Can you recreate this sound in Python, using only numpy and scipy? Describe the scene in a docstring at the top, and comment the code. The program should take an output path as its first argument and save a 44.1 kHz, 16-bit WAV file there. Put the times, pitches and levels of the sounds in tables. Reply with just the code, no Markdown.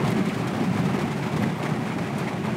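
"""A deep drumming booms through a closed car: the spinning cloth brush of a car wash beats on the body.
Heavy wads of cloth thud on the door, and wet strips slap, swish and squeak along the side window.
Spray patters on the glass, and now and then a sharp splash hits.
Behind it all the machinery and water rush on, slowly fading."""
import sys
import numpy as np
from scipy import signal
from scipy.fft import rfft, irfft, next_fast_len
from scipy.io import wavfile
from scipy.ndimage import uniform_filter1d

SR = 44100
rng = np.random.default_rng(int(sys.argv[2]) if len(sys.argv) > 2 else 0)


def unload_wav(signal):
    """Save mono or channel-first audio to the path in sys.argv[1] as 16-bit WAV at rate SR, clipped to [-1, 1]."""
    wavfile.write(
        sys.argv[1],
        SR,
        np.round(np.clip(np.atleast_2d(signal).T, -1, 1) * 32767).astype(np.int16),
    )


N = 112896
TIME = np.arange(N) / SR
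PRE_ROLL = 8000  # samples, so textures are already sounding at the start


def from_db(db):
    """Decibels to gain."""
    return 10 ** (np.asarray(db) / 20)

def unit_rms(x):
    """Normalise to rms 1."""
    return x / np.sqrt(np.mean(x ** 2) + 1e-20)

def leveller(x, span_s):
    """Hold the running level of a texture at 1."""
    return x / np.sqrt(uniform_filter1d(x ** 2, max(int(span_s * SR), 2)) + 1e-9)

def fader(points):
    """Gain curve through (time [s], level [dB]) points."""
    return from_db(np.interp(TIME, *np.transpose(points)))

def envelope(start, attack_s, hold_s, t60_s):
    """Linear attack, hold, exponential release."""
    age = TIME - start
    return np.clip(age / attack_s, 0, 1) * 1000 ** (-np.maximum(age - attack_s - hold_s, 0) / t60_s)

def drift(rate_hz):
    """Smooth random modulation, rms 1."""
    step = 40  # samples per control point
    pole = np.exp(-2 * np.pi * rate_hz * step / SR)
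    noise = rng.standard_normal(N // step + 2002)
    slow = signal.lfilter([1], [1, -2 * pole, pole * pole], noise)[2000:]
    return np.interp(np.arange(N) / step, np.arange(len(slow)), unit_rms(slow))

def impacts(per_s, spread_db):
    """Random clicks of either polarity and scattered level, pre-roll included."""
    count = N + PRE_ROLL
    hits = rng.random(count) < per_s / SR
    strength = from_db(spread_db * np.clip(rng.standard_normal(count), -2, 2))
    return hits * rng.choice([-1, 1], count) * strength + 1e-18

def equalise(x, curve):
    """Minimum-phase EQ that drops the pre-roll; rms 1."""
    size = 2 * next_fast_len(len(x))
    hz, db = np.transpose(curve)
    bin_hz = np.arange(size // 2 + 1) * SR / size
    gain = from_db(np.interp(np.log(bin_hz + 1), np.log(hz), db))
    cepstrum = irfft(np.log(gain))[:size // 2]
    cepstrum[1:] *= 2
    response = np.exp(rfft(cepstrum, size))
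    return unit_rms(irfft(rfft(x, size) * response)[PRE_ROLL:PRE_ROLL + N])

def bandpass(x, low_hz, high_hz, order):
    """Butterworth band filter."""
    return signal.sosfilt(signal.butter(order, [low_hz, high_hz], "band", fs=SR, output="sos"), x)

def resonate(x, hz, t60_s=None, width_hz=None):
    """One resonance, set by its decay time or by its bandwidth."""
    radius = from_db(-60 / (t60_s * SR)) if t60_s else np.exp(-np.pi * width_hz / SR)
    return signal.lfilter([1, 0, -1], [1, -2 * radius * np.cos(2 * np.pi * hz / SR), radius ** 2], x)

def strike_modes(clicks, modes):
    """Every click strikes each mode with a strength of its own; rms 1."""
    out = 0
    for hz, db, t60_s in modes:
        struck = clicks * rng.uniform(-0.85, 1, len(clicks))
        out += from_db(db) * unit_rms(resonate(struck, hz, t60_s)[PRE_ROLL:])
    return unit_rms(out)


# EQ of the spray and machinery bed: (frequency [Hz], relative level [dB])
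SPRAY_EQ = [(60, -22.5), (500, 0.5), (1100, -2), (1600, -1.6), (2300, -2.5), (3200, -8.5), (5000, -14.5),
            (8500, -19.5), (12000, -27), (16000, -35)]

def spray(start_db=-38.5, fade_db_per_s=0.82, flutter_db=0.97):
    """Fine drops rush on the car in uneven sheets, slowly moving away."""
    drops = equalise(impacts(per_s=9000, spread_db=3.5), SPRAY_EQ)
    return drops * from_db(start_db - fade_db_per_s * TIME + flutter_db * drift(rate_hz=33))


# Brief dips in spray and rubbing: (centre time [s], length [s], depth [dB])
WASH_DIPS = [(0.22, 0.041, 2), (1.583, 0.044, 1.5), (1.965, 0.026, 1.5), (2.144, 0.086, 1),
             (2.406, 0.036, 2)]

def lulls():
    """Gain that ducks smoothly each time the wash eases."""
    dip_db = sum(db * np.exp(-(2 * (TIME - centre) / length) ** 2) for centre, length, db in WASH_DIPS)
    return from_db(-dip_db)


def wet_rings(low_hz=757.4, high_hz=2534, level_db=-42, tilt_db_per_octave=-5):
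    """Wet cloth tips catch on the glass at random, each ringing briefly at one of 30 pitches."""
    out = 0
    for hz in np.geomspace(low_hz, high_hz, 30):
        catches = impacts(per_s=7, spread_db=1.5)[PRE_ROLL:]
        detuned_hz = hz * (1 + 0.02 * rng.standard_normal())
        pings = resonate(catches, detuned_hz, t60_s=0.03)
        rounded = resonate(pings, detuned_hz, t60_s=0.03)  # a second pass softens the attack
        out += from_db(tilt_db_per_octave * np.log2(hz / low_hz)) * rounded
    return from_db(level_db) * leveller(out, span_s=0.195)


# Sharp splash accents: (time [s], level [dB], centre frequency [Hz])
SPLASH_CUES = [(.078, -46, 8000), (.104, -45, 11000), (.258, -48, 7500), (.470, -47, 9400),
               (.479, -48, 7000), (1.422, -48, 13000), (1.586, -54, 13000), (2.182, -41.5, 8300),
               (2.185, -48, 13300), (2.454, -50, 8360)]

def splashes():
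    """Water hits the glass in short, bright spits."""
    out = 0
    for start, db, hz in SPLASH_CUES:
        spit = unit_rms(resonate(rng.standard_normal(N), hz, width_hz=1800))
        out += from_db(db) * envelope(start, attack_s=0.00081, hold_s=0.0019, t60_s=0.042) * spit
    return out


# Wet cloth dragging on glass: (time [s], level [dB], centre frequency [Hz], bandwidth [Hz])
SQUEAK_CUES = [(.05, -40, 2120, 350), (.118, -37, 2030, 320), (.293, -35.5, 2400, 700),
               (0.426, -34, 1110, 150), (1.428, -37.5, 1920, 400), (1.63, -45, 2270, 900),
               (1.655, -37, 2130, 500), (1.704, -33.5, 1150, 200), (2.268, -34, 1980, 320)]

def squeaks():
    """A strip sticks and slips on the glass: a narrow resonance squeaks, a wide one scrapes."""
    out = 0
    for start, db, hz, width in SQUEAK_CUES:
        slip = bandpass(rng.standard_normal(N), hz - width / 2, hz + width / 2, order=2)
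        stroke = envelope(start, attack_s=0.0051, hold_s=0.006, t60_s=0.08)
        out += from_db(db) * stroke * leveller(slip, span_s=0.026)
    return out


# Fader ride of the rubbing cloth: (time [s], level [dB])
RUB_FADER = [(0.0, -26), (0.15, -32), (0.16, -29), (0.22, -30), (0.26, -32), (0.37, -34.5), (0.41, -30.5),
             (0.56, -33), (0.62, -28.5), (0.66, -34.5), (1.05, -29), (1.07, -34), (1.5, -31.5),
             (1.58, -36.5), (1.61, -30), (1.85, -34.5), (2.56, -32)]
# EQ of its swish: (frequency [Hz], relative level [dB])
RUB_EQ = [(60, -42), (200, -20), (330, 1.5), (420, -1), (520, -2.5), (750, 0), (1150, -9.5), (1500, -14.5),
          (2200, -12.5), (3200, -23.5), (6000, -41.5), (12000, -75)]
# Door and window resonances: (frequency [Hz], relative level [dB], decay T60 [s])
WINDOW_MODES = [(375, 2.5, 0.072), (400.6, -7, 0.052), (606, -5, 0.054), (715.4, -8, 0.07),
                (783, -8.5, 0.066), (1006, -14, 0.19), (1114, -13, 0.08), (1262, -13.5, 0.067),
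                (2047, -17.5, .03), (2353, -16.5, 0.066)]

def rubbing(softness_hz=2630):
    """Cloth tips flick densely over door and window, too soft to excite much treble."""
    window = strike_modes(impacts(per_s=700, spread_db=0.5), WINDOW_MODES)
    flicks = bandpass(window, 260, softness_hz, order=3)
    swish = equalise(impacts(per_s=2500, spread_db=3), RUB_EQ)
    rub = from_db(-5) * swish + from_db(-3.5) * flicks
    return fader(RUB_FADER) * np.std(rub) * leveller(rub, span_s=0.049)


# Strips landing on the window: (time [s], hold [s], smack level [dB], hiss level [dB])
SLAP_CUES = [(0.041, 0.038, -39.5, -44.5), (0.075, 0.0067, -35, -40), (0.09, 0.016, -38.5, -46),
             (0.114, 0.002, -47, -38), (0.165, 0.014, -39, -45), (0.251, 0.021, -36.5, -46),
             (0.283, 0.007, -47, -43), (0.342, 0.002, -46, -40.5), (0.38, 0.03, -41, -48),
             (0.472, 0.0087, -35.5, -41.5), (0.53, 0.043, -39, -47.5), (0.597, 0.01, -41, -49),
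             (0.637, 0.005, -36.5, -43.5), (0.696, 0.016, -49, -62), (0.746, 0.017, -48, -51),
             (0.771, 0.027, -34.5, -45.5), (0.85, 0.016, -37, -43.5), (0.884, 0.0098, -35.5, -51),
             (0.933, 0.024, -36, -47), (0.987, 0.006, -35, -42), (1.008, 0.013, -35.5, -42.5),
             (1.073, 0.008, -35, -48), (1.108, 0.015, -36, -48), (1.16, 0.022, -49, -48),
             (1.221, 0.02, -35, -48), (1.258, 0.012, -34, -46), (1.317, 0.025, -36.5, -47),
             (1.361, 0.01, -33.5, -41), (1.42, 0.015, -32, -43), (1.626, 0.012, -32.5, -43.5),
             (1.649, 0.015, -31.5, -44), (1.688, 0.0094, -36.5, -45.5), (1.853, 0.032, -38.5, -48.5),
             (1.896, 0.03, -35.5, -56), (1.981, 0.0074, -31.5, -45.5), (2.006, 0.0053, -42, -50),
             (2.065, 0.02, -39, -50), (2.181, 0.028, -35, -45.5), (2.273, 0.015, -37, -45.5),
             (2.329, 0.002, -34.5, -48), (2.439, 0.03, -36.5, -49), (2.483, 0.02, -35.5, -50.5)]
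# EQ of the midrange cloth smack: (frequency [Hz], relative level [dB])
SMACK_EQ = [(60, -56), (300, -16), (700, 4.5), (1150, 2.5), (1550, -3.5), (2200, -2.5), (3000, -12),
            (5000, -28.5), (10000, -34), (15000, -60)]
# EQ of the bright water hiss: (frequency [Hz], relative level [dB])
HISS_EQ = [(200, -41), (1500, -4), (3300, 6), (5500, -2), (8500, -6), (12000, -13.5), (16000, -16)]

def slaps():
    """Each wet strip lands with a grainy smack and a hiss of flung water."""
    smack_power, hiss_power = 0, 0
    for start, hold_s, smack_db, hiss_db in SLAP_CUES:
        stroke = envelope(start, attack_s=0.0029, hold_s=hold_s, t60_s=0.074)
        smack_power += (stroke * from_db(smack_db)) ** 2
        hiss_power += (stroke * from_db(hiss_db)) ** 2
    cloth = leveller(equalise(impacts(per_s=3000, spread_db=4.5), SMACK_EQ), span_s=0.011)
    water = leveller(equalise(impacts(per_s=9000, spread_db=2.5), HISS_EQ), span_s=0.0071)
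    return np.sqrt(smack_power) * cloth + np.sqrt(hiss_power) * water


# Heavy wads of cloth hitting the door: (time [s], level [dB], pitch [Hz])
THUD_CUES = [(0.035, -16, 163.4), (0.07, -21, 144), (.075, -25, 230), (0.122, -19.5, 210), (.164, -18, 209),
             (.187, -21.5, 298), (.204, -16, 186), (.265, -18.5, 197), (0.287, -21.5, 262),
             (.410, -27, 293), (0.438, -28, 294), (.604, -26, 342), (0.608, -18.5, 224), (.620, -24.5, 380),
             (.639, -20.5, 191), (.672, -18, 183), (.703, -19.5, 147), (.791, -18.5, 165),
             (0.851, -17.5, 176), (.915, -19.5, 167), (.936, -20.5, 259), (.960, -25, 378),
             (1.034, -17.5, 223), (1.347, -20.5, 162), (1.37, -24, 144), (1.411, -21, 184),
             (1.431, -15, 199), (1.466, -19.5, 182), (1.631, -24.5, 318), (1.712, -20.5, 190),
             (1.79, -22, 255), (1.957, -25.5, 291), (2.014, -19, 173), (2.155, -25, 213), (2.234, -28, 155),
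             (2.39, -25.5, 313)]

def thuds(low_cut_hz=90):
    """Each heavy blow pushes the door through a few cycles."""
    blows = 0
    for start, db, hz in THUD_CUES:
        punch = envelope(start, attack_s=0.0045, hold_s=0.0055, t60_s=0.042)
        blows += from_db(db) * punch * np.sin(2 * np.pi * hz * (TIME - start))
    return signal.sosfilt(signal.butter(4, low_cut_hz, "high", fs=SR, output="sos"), blows)


# Fader ride of the brush on the body: (time [s], level [dB])
DRUM_FADER = [(0.0, -27.5), (0.06, -24), (0.3, -29.5), (0.33, -30), (0.36, -27), (0.52, -28.5),
              (0.63, -26.5), (0.93, -24.5), (1.01, -31), (1.04, -26.5), (1.08, -28.5), (1.28, -27.5),
              (1.3, -34), (1.35, -24.5), (1.48, -26), (1.6, -31), (1.73, -27.5), (1.97, -30), (2.03, -28),
              (2.07, -32.5), (2.15, -28), (2.27, -29), (2.3, -31), (2.49, -27), (2.56, -27)]
# EQ of the body and cabin boom: (frequency [Hz], relative level [dB])
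BOOM_EQ = [(25, -58.5), (42, -49), (58, -16.5), (72, -19), (100, -4.5), (130, 0.5), (210, 2.5), (300, -8),
           (480, -18), (900, -54.5)]
# Body panel resonances: (frequency [Hz], relative level [dB], decay T60 [s])
PANEL_MODES = [(120.6, -7, 0.13), (146.8, -2, 0.11), (180.8, -4, 0.1), (214.7, -6, 0.32),
               (281.5, -13, 0.33)]

def drumming():
    """The brush drums on the panels and the cabin booms."""
    thumps = impacts(per_s=160, spread_db=1.5)
    panels = bandpass(strike_modes(thumps, PANEL_MODES), 100, 420, order=3)
    boom = equalise(impacts(per_s=900, spread_db=0), BOOM_EQ)
    body = from_db(-2.5) * (boom + panels)
    return fader(DRUM_FADER) * np.std(body) * leveller(body, span_s=0.0494)


def scene():
    """The mono mix, as heard from the front seat."""
    low_end = drumming() + thuds()
    wash = lulls() * (rubbing() + spray())
    glass = slaps() + squeaks() + splashes() + wet_rings()
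    return (low_end + wash + glass)[None]

def record(dry):
    """A steep high cut takes off the very top."""
    cutoff_hz = 15650
    return signal.sosfilt(signal.ellip(12, 0.1, 90, cutoff_hz, fs=SR, output="sos"), dry)


dry = scene()
out = record(dry)
unload_wav(out)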